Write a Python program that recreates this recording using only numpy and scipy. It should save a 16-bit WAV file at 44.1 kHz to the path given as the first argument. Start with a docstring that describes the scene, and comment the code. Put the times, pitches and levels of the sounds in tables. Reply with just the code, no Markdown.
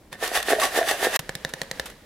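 """A cardboard can of crisps is shaken lengthwise four times, close up in a small room. The stack slides and
crumbles against the metal base and the plastic lid in turn, and whole crisps knock on both ends. The shaking
ends and all sound drops to silence for a split second. Then the can lies still: fingernails tap its side eight
times while the crisps shift faintly inside."""
import sys
import numpy as np
from scipy import signal
from scipy.fft import rfft, irfft
from scipy.io import wavfile
from scipy.ndimage import uniform_filter1d

SR = 44100
rng = np.random.default_rng(int(sys.argv[2]) if len(sys.argv) > 2 else 0)


def file_out(sig):
    """Save sig as 16-bit WAV at sys.argv[1]."""
    # one column per channel
    cols = np.atleast_2d(sig).T
    # limit, then scale
    lim = np.clip(cols, -1, 1)
    pcm = np.round(lim * 32767).astype(np.int16)
    wavfile.write(sys.argv[1], SR, pcm)


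N = 90404
T = np.arange(N) / SR

# stereo image of the textures: (frequency [Hz], left-right correlation)
CORRELATION = [(100, 1), (600, 0.88), (1800, 0.71), (4000, 0.38), (12000, 0.32)]
# spectra of room tone, resting crisps and rubbing crisps: (frequency [Hz], density [dB])
ROOM_TONE_COLOUR = [(15, -41), (25, 1.5), (64, -3), (137, -9.5), (212, -5.5), (256, -6), (1370, -24),
                    (1700, -28), (16000, -36)]
RUSTLE_COLOUR = [(100, -7), (190, 1), (330, -5), (520, 4.5), (700, -2), (1330, -7), (1800, -0.5),
                 (2400, -7.5), (3800, -8.5), (7000, -16), (12000, -18.5), (16000, -30)]
CRUNCH_COLOUR = [(100, -16.5), (300, -16), (800, 3), (1500, 5), (2300, 2.5), (3000, 4.5), (5000, -1),
                 (7500, -3), (11000, -2), (13500, -7), (16000, -17.5)]
# envelope of the shifting crisps: (time [s], level [dB])
RUSTLE_ENVELOPE = [(.11, -62.5), (.128, -36), (.155, -46), (.17, -53), (1.19, -45), (1.235, -46),
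                   (1.33, -47.5), (1.478, -46.5), (1.495, -41), (1.515, -49), (1.59, -44), (1.69, -48.5),
                   (1.78, -42.5), (1.83, -45.5), (1.9, -44), (1.95, -51.5), (2.05, -55)]
# hand bumping the can: (time [s], pitch [Hz], level [dB])
GRIP_BUMPS = [(.375, 55.7, -39.5), (1.797, 62.5, -37), (1.871, 49, -47)]
# a crisp or nail scratching: (time [s], level [dB], decay [s])
SCRATCH_CUES = [(0.129, -24.5, 0.0015), (0.352, -26, .005), (.636, -18.5, 0.0054), (0.886, -19, 0.004),
                (0.277, -19.5, 0.0024), (.427, -19, 0.0031), (.598, -21.5, 0.014), (0.652, -16, 0.0025),
                (0.911, -18.5, 0.004), (1.16, -12.5, 0.0095), (1.192, -20, 0.004), (1.491, -37.5, 0.0077),
                (1.632, -31.5, 0.002), (1.857, -31.5, 0.013), (1.9, -38.5, 0.0049)]
# air modes of the tube sounding: (time [s], pitch [Hz], level [dB])
HOOTS = [(.585, 637, -13.5), (0.622, 1130, -14.5), (.811, 671, -11.5), (.843, 674, -18), (1.082, 680, -28),
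         (1.155, 1136, -24)]
# finger taps: (time [s], level [dB], wall pitch [Hz], nail [dB], thump [dB],
# nail brightness [Hz], wall ring length [ratio])
FINGER_TAPS = [(1.193, -25.5, 1740, 2, 8, 6000, 1.1), (1.2932, -17, 1745, 3, -5, 3500, 0.63),
               (1.3526, -26, 1720, 9.5, 6, 8040, 1.2), (1.4489, -15, 1804, -1.5, -2, 7050, 1),
               (1.5375, -20.5, 1797, 2.5, -3.5, 7800, 1.23), (1.6166, -17.5, 1866, 3, -4.5, 7300, 0.84),
               (1.7133, -17.5, 1884, 1, -8, 8150, 0.91), (1.7974, -16, 1757, 1.5, -18, 8000, 0.86)]
# modes of the side wall: (frequency [multiple of wall pitch], level [dB], t60 [s])
SIDE_WALL_MODES = [(.9, -14, 0.0069), (1, 1, 0.015), (1.62, -4.5, 0.006), (2.08, 1, 0.0055),
                   (3.0, -11, 0.0071)]
# modes of the whole can, struck on its side, base or lid: (frequency [Hz], level [dB], t60 [s])
WHOLE_TUBE_MODES = [(537, -12, 0.055), (660, -11.5, 0.0276), (786, -15.5, 0.034), (965, -9, 0.012)]
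METAL_BASE_MODES = [(397, -7, 0.011), (486, -4, 0.028), (668, -4, 0.026), (732, -5.5, 0.037),
                    (1130, -13, 0.024), (1630, -3, .012), (1802, 3, .02), (3500, -8, 0.012)]
PLASTIC_LID_MODES = [(470, -24.5, 0.061), (628, -5, 0.032), (783, 3.5, .022), (1130, -4.5, 0.021),
                     (1720, -1.5, 0.018), (1866, 5, 0.017), (2670, -2.5, 0.014), (3490, -6, 0.024),
                     (4656, -9, 0.023), (6090, -6, 0.018), (7740, -6.5, 0.011), (9120, -8, 0.014)]
# the stack landing on an end: (time [s], level [dB], rise [s], fall [s])
BASE_LANDINGS = [(.238, -28.5, 0.016, 0.053), (.505, -24, 0.026, 0.03), (.775, -25, 0.032, 0.029),
                 (1.046, -24.5, 0.037, 0.026)]
LID_LANDINGS = [(.361, -20.5, 0.017, .024), (.638, -21.5, 0.026, 0.028), (.898, -24, 0.031, 0.037),
                (1.165, -22, 0.032, .028)]
# whole crisps knocking on an end: (time [s], thud [dB], crack [dB])
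BASE_CRISP_HITS = [(.128, -33.5, -30), (.139, -59, -36), (.154, -41, -37.5), (.226, -19, -46),
                   (.316, -23, -32), (0.4845, -15, -21.5), (0.504, -18.5, -31), (.517, -10.5, -29),
                   (0.5243, -10, -16.5), (.5315, -8.5, -19), (.552, -50, -22), (0.7614, -21, -18.5),
                   (.7835, -43, -18), (0.775, -12.5, -46), (.788, -8, -28), (.815, -18, -27),
                   (.829, -26, -19.5), (1.028, -16, -25), (1.049, -18.5, -17.5), (1.069, -6.5, -24)]
LID_CRISP_HITS = [(0.366, -51, -21), (.374, -22.5, -19), (.402, -36, -29), (.617, -20, -19),
                  (.653, -22, -35), (.877, -25.5, -25), (.891, -41, -16), (.912, -16.5, -19.5),
                  (1.155, -22, -20.5)]

CONTACTS_PER_S, END_HITS_PER_S, SIZE_SPREAD_DB = 24000, 3000, 2
CRUMBLE_DB, CRUMBLE_S, THUD_HZ, CRACK_HZ = -9, 0.0036, 920, 1480
NAIL_TICK_DB, NAIL_GRIT_DB, NAIL_GRIT_S, NAIL_TOP_HZ = 11.5, -3.5, 0.0029, 14200
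THUMP_DB, THUMP_DELAY_S, WALL_SCATTER_DB = -9, 0.0027, 1.5
SHAKE_REVERB_DB, TAP_REVERB_DB = -15, -19
SHAKE_END_S, RESUME_S, FADE_S = 1.172, 1.1915, 0.013


def amp(db):
    """Decibels to gain."""
    return 10 ** (np.asarray(db) / 20)


def unit(x):
    """Scale to rms 1."""
    return x / np.sqrt(np.mean(x ** 2) + 1e-20)


def pan(x, left_db):
    """Opposite trims on left and right."""
    return x * amp([[left_db], [-left_db]])


def cut(x, hz, kind, order=2):
    """Low- or high-pass."""
    return signal.sosfilt(signal.butter(order, min(hz, SR * .45), kind, fs=SR, output="sos"), x + 1e-18)


def click(s):
    """One unit click."""
    return 1.0 * (np.arange(N) == int(s * SR))


def burst(s, decay_s):
    """Hard attack, exponential decay."""
    return (T >= s) * np.exp(-np.maximum(T - s, 0) / decay_s)


def grains(per_s):
    """Random contacts of uneven size; rms 1."""
    sizes = amp(SIZE_SPREAD_DB * np.minimum(rng.exponential(1, N), 5)) * rng.choice([-1, 1], N)
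    return unit(sizes * (rng.random(N) < per_s / SR))


def coloured(mid, side, colour):
    """Stereo texture with a given spectrum, wider in the treble; rms 1."""
    log_hz = np.log(np.fft.rfftfreq(N, 1 / SR) + 1)
    db, alike = [np.interp(log_hz, np.log(hz), values)
                 for hz, values in (np.transpose(colour), np.transpose(CORRELATION))]
    spectrum = np.sqrt(1 + alike) * rfft(mid) + np.sqrt(1 - alike) * rfft(side) * [[1], [-1]]
    return unit(irfft(amp(db) * spectrum, N))


def ring(x, hz, t60):
    """One resonance: a unit click rings a sine of height 1."""
    r, w = amp(-60 / (t60 * SR)), 2 * np.pi * hz / SR
    return signal.lfilter([0, np.sin(w)], [1, -2 * r * np.cos(w), r * r], x + 1e-18)


def body(x, modes):
    """The can's ringing modes, a touch to the right."""
    return pan(sum(amp(db) * ring(x, hz, t60) for hz, db, t60 in modes), left_db=-0.33)


def room_tone(level_db=-52):
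    """A steady bed of low rumble and faint hiss."""
    return amp(level_db) * coloured(*rng.standard_normal((2, N)), ROOM_TONE_COLOUR)


def reverb(x, t60=0.33, damping_hz=3740):
    """Dull, quickly dying reflections of a small room."""
    t = T[:SR // 2]
    tail = cut(rng.standard_normal((2, len(t))), 910, "high") + rng.standard_normal(len(t))
    tail = cut(tail, damping_hz, "low", order=1) * amp(-60 * t / t60) * (t > .003)
    return signal.fftconvolve(x, tail / np.sqrt(np.sum(tail ** 2) / 2), axes=1)[:, :N]


def with_reflection(x, delay_s=0.017, level_db=-27):
    """A bright early reflection from the side widens the can."""
    reflection = np.interp(T - delay_s, T, cut(x.mean(0), 1510, "high", order=1))
    return x + amp(level_db) * reflection * np.array([[1], [-1]])


def grip_bumps():
    """Soft low thuds as the grip shifts."""
    return sum(amp(db) * ring(click(s), hz, t60=0.19) for s, hz, db in GRIP_BUMPS)


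def rustle(per_s=9000):
    """Crisps shifting: a faint, dull bed of contacts under the shakes and taps."""
    envelope = amp(np.interp(T, *np.transpose(RUSTLE_ENVELOPE)))
    return envelope * coloured(grains(per_s), grains(per_s), RUSTLE_COLOUR)


def rubbing():
    """Crisp on crisp: a bright, dense spray of tiny contacts."""
    return coloured(grains(CONTACTS_PER_S), grains(CONTACTS_PER_S), CRUNCH_COLOUR)


def scratches(attack_s=0.0004):
    """A crisp or nail scrapes in short runs of contacts."""
    envelope = sum(amp(db) * burst(s, decay) * (1 - burst(s, attack_s)) for s, db, decay in SCRATCH_CUES)
    return envelope * rubbing()


def hoots(attack_s=0.002, decay_s=0.012):
    """The hollow tube sings briefly on one of its air modes."""
    return sum(amp(db) * burst(s, decay_s) * (1 - burst(s, attack_s)) * np.sin(2 * np.pi * hz * (T - s))
               for s, hz, db in HOOTS)


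def finger_taps():
    """The nail ticks, wall and tube ring, then the fingertip thumps the can against the ground."""
    out = 0
    for s, db, wall_hz, nail_db, thump_db, nail_hz, ring_length in FINGER_TAPS:
        hit = click(s)
        wall_modes = [(wall_hz * ratio, level + WALL_SCATTER_DB * rng.normal(), t60 * ring_length)
                      for ratio, level, t60 in SIDE_WALL_MODES]
        cardboard = cut(body(hit, wall_modes + list(WHOLE_TUBE_MODES)), 264, "high", order=1)
        grit = amp(NAIL_GRIT_DB) * burst(s, NAIL_GRIT_S) * rng.standard_normal((2, N))
        tick = cut(grit - amp(NAIL_TICK_DB) * hit, nail_hz, "low", order=1)
        nail = amp(nail_db) * cut(tick, NAIL_TOP_HZ, "low")
        thump = amp(THUMP_DB + thump_db) * ring(click(s + THUMP_DELAY_S), hz=145.7, t60=0.042)
        out = out + amp(db) * (cardboard + nail + thump)
    return out


def clumps(depth_db=0.8, length_s=0.0026):
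    """Quick level flutter as crisps catch and slip."""
    flutter = unit(uniform_filter1d(rng.standard_normal(N), int(length_s * SR)))
    return unit(amp(depth_db * flutter))


def crisp_knocks(hits):
    """Whole crisps strike and crumble, each blow split into a low thud and a high crack."""
    crumbs = amp(CRUMBLE_DB) * grains(CONTACTS_PER_S) / np.sqrt(CRUMBLE_S * SR / 2)
    thuds = cracks = 0
    for s, thud_db, crack_db in hits:
        blow = click(s) + crumbs * burst(s, CRUMBLE_S)
        thuds = thuds + amp(thud_db) * blow
        cracks = cracks + amp(crack_db) * blow
    return cut(thuds, THUD_HZ, "low", order=4) + cut(cracks, CRACK_HZ, "high")


def stack_on_end(landings, hits, modes, ring_db, crunch_db, rounding_s=0.0031):
    """The stack crunches against one end; crumbs and whole crisps keep that end ringing."""
    power = 0
    for s, db, rise, fall in landings:
        from_peak_s = np.hypot(T - s, rounding_s) - rounding_s   # rounds the top of the swell
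        power = power + amp(db) ** 2 * np.exp(-2 * from_peak_s / np.where(T < s, rise, fall))
    swell = np.sqrt(power)
    crunch = amp(crunch_db) * swell * clumps() * rubbing()
    body_gain = np.sqrt(np.sum(body(click(0), modes) ** 2) / 2)
    patter = amp(ring_db) * swell * grains(END_HITS_PER_S) / body_gain
    ringing = body(patter + crisp_knocks(hits), modes)
    return crunch + cut(ringing, 368, "high", order=3)


def scene():
    """Shaking, an instant of dead silence, then tapping."""
    base = stack_on_end(BASE_LANDINGS, BASE_CRISP_HITS, METAL_BASE_MODES, ring_db=1.5, crunch_db=1.5)
    lid = stack_on_end(LID_LANDINGS, LID_CRISP_HITS, PLASTIC_LID_MODES, ring_db=0, crunch_db=-0.5)
    shake = with_reflection(base + lid + hoots())
    taps = with_reflection(finger_taps())
    shake = (shake + amp(SHAKE_REVERB_DB) * reverb(shake)) * (T < SHAKE_END_S)
    taps = taps + amp(TAP_REVERB_DB) * reverb(taps)
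    can = shake + taps + scratches() + rustle() + grip_bumps()
    gate = np.clip((SHAKE_END_S - T) / FADE_S, 0, 1) + (T > RESUME_S)
    return (pan(can, left_db=-0.5) + room_tone()) * gate


def record(dry, ceiling=0.5, top_hz=16000):
    """Soft-clip the peaks, then roll off the top steeply."""
    rounded = ceiling * np.tanh(dry / ceiling)
    return signal.sosfilt(signal.ellip(10, .2, 80, top_hz, fs=SR, output="sos"), rounded)


dry = scene()
out = record(dry)
file_out(out)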